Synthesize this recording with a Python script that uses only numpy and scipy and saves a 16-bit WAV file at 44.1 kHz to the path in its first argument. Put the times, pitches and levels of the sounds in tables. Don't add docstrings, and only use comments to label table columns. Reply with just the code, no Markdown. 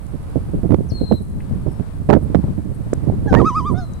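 import sys
import numpy as np
from scipy import signal
from scipy.fft import rfft, irfft
from scipy.io import wavfile
from scipy.ndimage import uniform_filter1d

SR = 44100
rng = np.random.default_rng(int(sys.argv[2]) if len(sys.argv) > 2 else 0)


def file_out(sig):
    cols = np.atleast_2d(sig).T
    lim = np.clip(cols, -1, 1)
    pcm = np.round(lim * 32767).astype(np.int16)
    wavfile.write(sys.argv[1], SR, pcm)


N = 176400
TIME = np.arange(N) / SR
FREQ = np.fft.rfftfreq(N, 1 / SR)

# (f/Hz, relative level/dB)
WASH_SPECTRUM = [(100, -0.5), (500, 3), (1000, -3), (2000, -14), (3200, -20.5), (4500, -22), (6500, -31),
                 (12000, -41), (16000, -49.5)]
# (f/Hz, left relative level/dB, right relative level/dB)
HISS_SPECTRUM = [(2980, -20, -14), (6040, -11, -11.5), (8760, 1.5, -11), (10200, -4.5, -12),
                 (10800, -1, -15), (11900, -3, -16.5), (12600, -17, -18), (15500, -14, -21)]
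# (f/Hz, left level/dB, start t/s, end t/s, right gain/dB)
WHINES = [(8600, -75, 0, 3, -12), (10570, -64.5, 0.038, 1.33, -22), (11806, -76, 0, 4.8, -14),
          (15735, -87, 0.21, 3.6, -11.5), (5280, -67.5, 1.67, 1.79, -6)]
# (t/s, level/dB)
LENS_TWITCHES = [(.21, -48), (1.209, -49), (1.71, -48.5), (2.22, -49.5), (2.74, -49), (3.713, -46.5)]
# (f/Hz, gain/dB)
LENS_MODES = [(8480, -9.5), (10600, -7), (12650, -19)]
# (t/s, level before filtering/dB)
BODY_TICKS = [(.066, -28.5), (2.936, -10.5), (3.936, -26)]
# (t/s, level/dB)
BREEZE_LEFT = [(0, -45), (.25, -32), (.75, -30), (1.5, -29), (1.85, -35), (2.1, -26), (2.5, -30.5),
               (2.8, -30.5), (3.2, -25), (3.6, -35), (4, -27)]
BREEZE_RIGHT = [(0, -31), (.7, -23), (.95, -25.5), (1.4, -27), (1.72, -21.5), (1.88, -31), (2.2, -20.5),
                (2.5, -23), (2.8, -25), (3.1, -19), (3.45, -22), (3.75, -21), (4, -31.5)]
# (start t/s, length/s, level/dB, port)
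BUFFETS = [(0.137, 0.02, -19.5, "right"), (0.359, 0.017, -11, "right"), (.535, 0.011, -12.5, "right"),
           (0.542, 0.051, -19, "left"), (0.633, 0.03, -11.5, "right"), (0.692, .016, -12, "right"),
           (0.716, 0.03, -8, "right"), (0.786, .007, -14, "right"), (0.919, 0.0042, -12, "left"),
           (1.01, 0.0049, -11, "right"), (1.03, 0.0095, -14, "left"), (1.109, 0.034, -10, "right"),
           (1.12, 0.024, -18.5, "left"), (1.511, 0.026, -16, "left"), (1.663, 0.019, -11, "right"),
           (1.798, 0.0084, -13.5, "right"), (2.09, 0.028, -1.5, "right"), (2.127, .014, 3.5, "right"),
           (2.162, 0.0085, -3.5, "right"), (2.226, 0.039, -19, "right"), (2.355, 0.016, -9.5, "right"),
           (2.388, 0.0058, -11.5, "right"), (2.44, 0.0034, -10.5, "left"), (2.483, 0.027, -16.5, "left"),
           (2.58, 0.013, -14.5, "right"), (3.071, 0.03, -11, "right"), (3.123, 0.018, -14.5, "left"),
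           (3.259, 0.0025, -9, "right"), (3.309, 0.0076, -8.5, "left"), (3.325, 0.012, 3, "right"),
           (3.343, .014, 8, "right"), (3.355, 0.072, -5.5, "right"), (3.71, 0.048, -13.5, "right")]
# (f/Hz, relative level/dB, growth/dB per dB of wind)
EDDY_BANDS = [(20.2, -6.5, 0.3), (44.8, 0, .5), (79.7, 6.5, 0.8), (187.5, 3.5, 1.21), (376, -9.5, 1.43),
              (634, -21.5, 1.62), (1454, -57.5, 2.5), (2960, -69.5, 2), (5560, -80, 1.48)]
# (t/s, peak level/dB, f/Hz)
EDDY_SLAPS = [(0.359, -4.5, 376), (0.708, -0.5, 244), (0.7219, -6.5, 380), (0.745, 3.5, 308),
              (.808, -6, 300), (1.0168, -5, 336), (1.1144, 2.5, 462), (1.1206, 1, 300), (1.125, -.5, 334),
              (2.097, 3, 395), (2.1024, 5.5, 710), (2.109, 5.5, 400), (2.1305, 3.5, 328), (2.133, -1, 920),
              (2.138, 6, 610), (2.153, 3.5, 229), (2.17, -1, 222), (2.348, 5, 447), (2.3545, 3.5, 260),
              (2.9326, 2.5, 368), (3.1, -3.5, 440), (3.33, 3, 530), (3.342, 11, 440), (3.3508, 5.5, 890),
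              (3.417, 4, 420), (3.43, 0, 300), (3.447, 0.5, 226)]
# (t/s, f/Hz, level/dB)
WHISTLE = [(.889, 6370, -34), (.896, 6050, -48), (.908, 4760, -36), (.912, 4360, -37), (.922, 4330, -33.5),
           (.96, 4293, -32), (1, 4223, -32.5), (1.06, 4191, -35), (1.12, 4100, -34.5), (1.147, 4060, -34),
           (1.183, 4070, -36), (1.197, 3820, -35)]
FAR_WHISTLE = [(3.8, 4210, -52), (3.85, 4097, -48), (3.93, 3890, -55.5), (3.995, 4000, -50)]
WHISTLE_BREAKS = [.91, .977, 1.004, 1.032, 1.058, 1.085, 1.11, 1.135]
# (f/Hz, gain/dB)
WHISTLE_VOICE = [(4000, -8), (6400, 0.5), (8000, -24), (8700, -34), (12200, -32), (13000, -47)]
LOW_VOICE = [(700, -2), (950, -1), (1450, -8), (1850, 3.5), (2400, -60), (3000, -32), (3600, -21),
             (4500, -36), (5400, -32.5), (6500, -34), (10500, -34)]
HIGH_VOICE = [(950, -5.5), (1350, 0), (2000, -34.5), (2600, -28.5), (3200, -30), (3900, -37.5), (4800, -34),
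              (6200, -42), (7300, -55), (10500, -61)]
# (t/s, f/Hz, level/dB)
LOON_OPENING = [(3.265, 774, -41), (3.283, 851, -31.5), (3.3, 789, -30.5), (3.325, 734, -33),
                (3.345, 760, -33), (3.365, 899, -29.5), (3.385, 940, -29), (3.398, 950, -21)]
LOON_CLOSING = [(3.733, 694, -48), (3.745, 695, -37), (3.765, 719, -35.5), (3.79, 756, -32),
                (3.83, 693, -38), (3.855, 654, -43)]
# (t/s, f/Hz, level/dB)
TREMOLO_TOPS = [(3.384, 1351, -18.5), (3.476, 1287, -15), (3.577, 1263, -16), (3.679, 1208, -21.5)]


def amp(db):
    return 10 ** (np.asarray(db) / 20)


def unit(x):
    return x / np.sqrt(np.mean(x ** 2) + 1e-20)


def gain_at(points, hz, column=1):
    columns = np.transpose(points)
    return amp(np.interp(np.log(hz + 1), np.log(columns[0]), columns[column]))


def noise(gain):
    return unit(irfft(rfft(rng.standard_normal(N)) * gain, N))


def wander(hz):
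    return noise(1 / (1 + (FREQ / hz) ** 4))


def gate(start, end, edge):
    return np.clip((TIME - start) / edge, 0, 1) * np.clip((end - TIME) / edge, 0, 1)


def decay(start, decay_s):
    return (TIME >= start) * np.exp(-np.minimum(abs(TIME - start) / decay_s, 20))


def arch(centre, half_s, squareness=2):
    return np.exp(-np.minimum(abs((TIME - centre) / half_s) ** squareness, 20))


def place(x, right_db):
    return np.array([x, x * amp(right_db)])


def lake(level_db=-45):
    wash = gain_at(WASH_SPECTRUM, FREQ)
    return np.array([noise(wash) * amp(level_db + 2.8 * wander(1.65)) for _ in range(2)])


def distant_tap(level_db=-45, hz=2270):
    return amp(level_db) * decay(1.402, decay_s=0.0085) * noise(np.exp(-10 * (FREQ / hz - 1) ** 2))


def camera_hiss(left_db=-57, pulse_hz=59.94, pulse_depth=0.19):
    gains = [gain_at(HISS_SPECTRUM, FREQ, column) for column in (1, 2)]
    hiss = np.array([noise(g) * np.linalg.norm(g) / np.linalg.norm(gains[0]) for g in gains])
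    return amp(left_db) * hiss * (1 + pulse_depth * np.cos(2 * np.pi * pulse_hz * TIME))


def camera_whine(drift_hz=6):
    out = 0
    for hz, db, start, end, right_db in WHINES:
        tone = np.sin(2 * np.pi * np.cumsum(hz + drift_hz * wander(30)) / SR)
        out = out + place(np.sqrt(2) * amp(db) * gate(start, end, 0.01) * tone, right_db)
    return out


def lens_motor(twitch_s=0.026, half_width_hz=50):
    ring = sum(amp(db) * noise(1 / (1 + ((FREQ - hz) / half_width_hz) ** 2)) for hz, db in LENS_MODES)
    return ring * sum(amp(db) * gate(s, s + twitch_s, 0.0037) for s, db in LENS_TWITCHES)


def body_ticks(band_hz=(5700, 9000)):
    envelope = sum(amp(db) * decay(s, decay_s=0.00066) for s, db in BODY_TICKS)
    snaps = rng.standard_normal(N) * envelope
    return signal.sosfilt(signal.butter(2, band_hz, "band", fs=SR, output="sos"), snaps)


def wind_strength(breeze, side, flutter_db=3, rise_s=0.00072, fall_s=0.011):
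    flutter = np.clip(wander(30.8), -2, 2)
    puffs = flutter + 0.11 * (flutter ** 2 - 1)
    power = amp(np.interp(TIME, *np.transpose(breeze)) + flutter_db * puffs) ** 2
    for start, length, db, port in BUFFETS:
        if port == side:
            before = np.maximum(start - TIME, 0) / rise_s
            after = np.maximum(TIME - start - length, 0) / fall_s
            power += (amp(db) * np.exp(-np.minimum(before + after, 20))) ** 2
    return 10 * np.log10(power)


def wind(breeze, side, gain_db=-15.5, reference_db=-16.5):
    excess_db = wind_strength(breeze, side) - reference_db
    band_hz, _, growths = np.transpose(EDDY_BANDS)
    eddies = noise(gain_at(EDDY_BANDS, FREQ) / (1 + (FREQ / band_hz[-1]) ** 2))
    local_power = uniform_filter1d(eddies ** 2, size=700)
    spectrum = rfft(unit(eddies / np.sqrt(local_power + 0.46)))
    out = 0
    for hz, growth, pick in zip(band_hz, growths, np.eye(len(band_hz))):
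        band = np.interp(np.log(FREQ + 1), np.log(band_hz), pick)
        limit_db = 5.5 + 25 * hz / 1000
        out = out + irfft(spectrum * band, N) * amp(np.minimum(growth * excess_db, limit_db))
    return amp(gain_db) * out


def eddy_slaps():
    out = 0
    for s, db, hz in EDDY_SLAPS:
        offset_squared = np.minimum((np.pi * hz * (TIME - s)) ** 2, 20)
        out = out + amp(db) * (1 - 2 * offset_squared) * np.exp(-offset_squared)
    return out


def shore_echo(x, level_db=-24, low_t60_s=1.7, treble_t60_s=1):
    t = TIME[:SR]
    taps = rng.standard_normal((2, SR)) * np.minimum(t / 0.017, 1)
    low = signal.sosfilt(signal.butter(2, 2500, fs=SR, output="sos"), taps)
    tail = low * amp(-60 * t / low_t60_s) + (taps - low) * amp(-60 * t / treble_t60_s)
    return amp(level_db) * signal.fftconvolve(x, tail / np.linalg.norm(tail[0]), axes=1)[:, :N]


def wave_scatter(x, gain_db=-2.5, above_hz=2890, decay_s=0.02):
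    t = TIME[:SR // 10]
    taps = rng.standard_normal((2, len(t))) * np.exp(-t / decay_s)
    highpass = signal.butter(4, above_hz, "high", fs=SR, output="sos")
    taps = signal.sosfilt(highpass, taps / np.linalg.norm(taps[0]))
    return amp(gain_db) * signal.oaconvolve(x, taps, axes=1)[:, :N]


def voice(hz, level, colour, jitter=0.0039, jitter_hz=300, fading_db=5, fading_hz=25.5):
    on = level > 0
    hz = (hz * (1 + jitter * wander(jitter_hz)))[on]
    phase = 2 * np.pi * np.cumsum(hz) / SR
    effort = (level[on] / level.max()) ** 0.46
    out = np.zeros(N)
    for k in range(1, 10):
        strength = effort if k > 1 else 1
        fading = amp(fading_db * wander(fading_hz)[on]) if k > 2 else 1
        hoarseness = 0.1 * (k - 1) * wander(jitter_hz)[on]
        timbre = gain_at(colour, k * hz) * (k * hz < colour[-1][0])
        out[on] += strength * fading * timbre * np.sin(k * phase + hoarseness)
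    return np.sqrt(2) * out * level


def glide(curve, colour, dip_hz=0):
    s, hz, db = np.transpose(curve)
    pitch = uniform_filter1d(np.interp(TIME, s, hz), size=300) - dip_hz
    level = amp(np.interp(TIME, s, db)) * gate(s[0], s[-1], 0.0099)
    return voice(pitch, level, colour)


def small_bird(dip_hz=430, break_s=0.0035, falter_depth=0.45):
    dips = dip_hz * sum(decay(s, break_s) for s in WHISTLE_BREAKS)
    falter = 1 - falter_depth * sum(arch(s, break_s) for s in WHISTLE_BREAKS)
    first = falter * glide(WHISTLE, WHISTLE_VOICE, dips)
    return place(first + glide(FAR_WHISTLE, WHISTLE_VOICE), right_db=-8)


def loon(trough_hz=975, trough_db=-8, rasp_db=-41.5, rasp_hz=7700, rasp_width_hz=2400):
    top_s, top_hz, top_db = np.transpose(TREMOLO_TOPS)
    swings = [arch(s, half_s=0.028, squareness=2.76) for s in top_s]
    pitch = trough_hz + sum(swing * (hz - trough_hz) for swing, hz in zip(swings, top_hz))
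    level_db = np.interp(TIME, top_s, top_db) + trough_db * (1 - sum(swings))
    level = amp(level_db) * gate(start=3.393, end=3.738, edge=0.0099)
    rasp = amp(rasp_db) * level * noise(np.exp(-((FREQ - rasp_hz) / rasp_width_hz) ** 2))
    opening = glide(LOON_OPENING, LOW_VOICE)
    tremolo = voice(pitch, level, HIGH_VOICE) + rasp
    closing = glide(LOON_CLOSING, LOW_VOICE)
    return place(opening + tremolo + closing, right_db=0.5)


def scene():
    call, whistle = loon(), small_bird()
    direct = call + whistle
    birds = direct + wave_scatter(direct) + shore_echo(call + amp(9) * whistle)
    background = lake() + distant_tap()
    camera = camera_hiss() + camera_whine() + place(lens_motor() + body_ticks(), right_db=-31)
    ports = np.array([wind(BREEZE_LEFT, "left"), wind(BREEZE_RIGHT, "right") + eddy_slaps()])
    return birds + background + camera + ports


def record(dry, edge_hz=16100):
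    lowpass = signal.firwin(401, edge_hz, window=("kaiser", 9), fs=SR)
    return signal.oaconvolve(np.clip(dry, -1, 1), lowpass[None], "same")


dry = scene()
out = record(dry)
file_out(out)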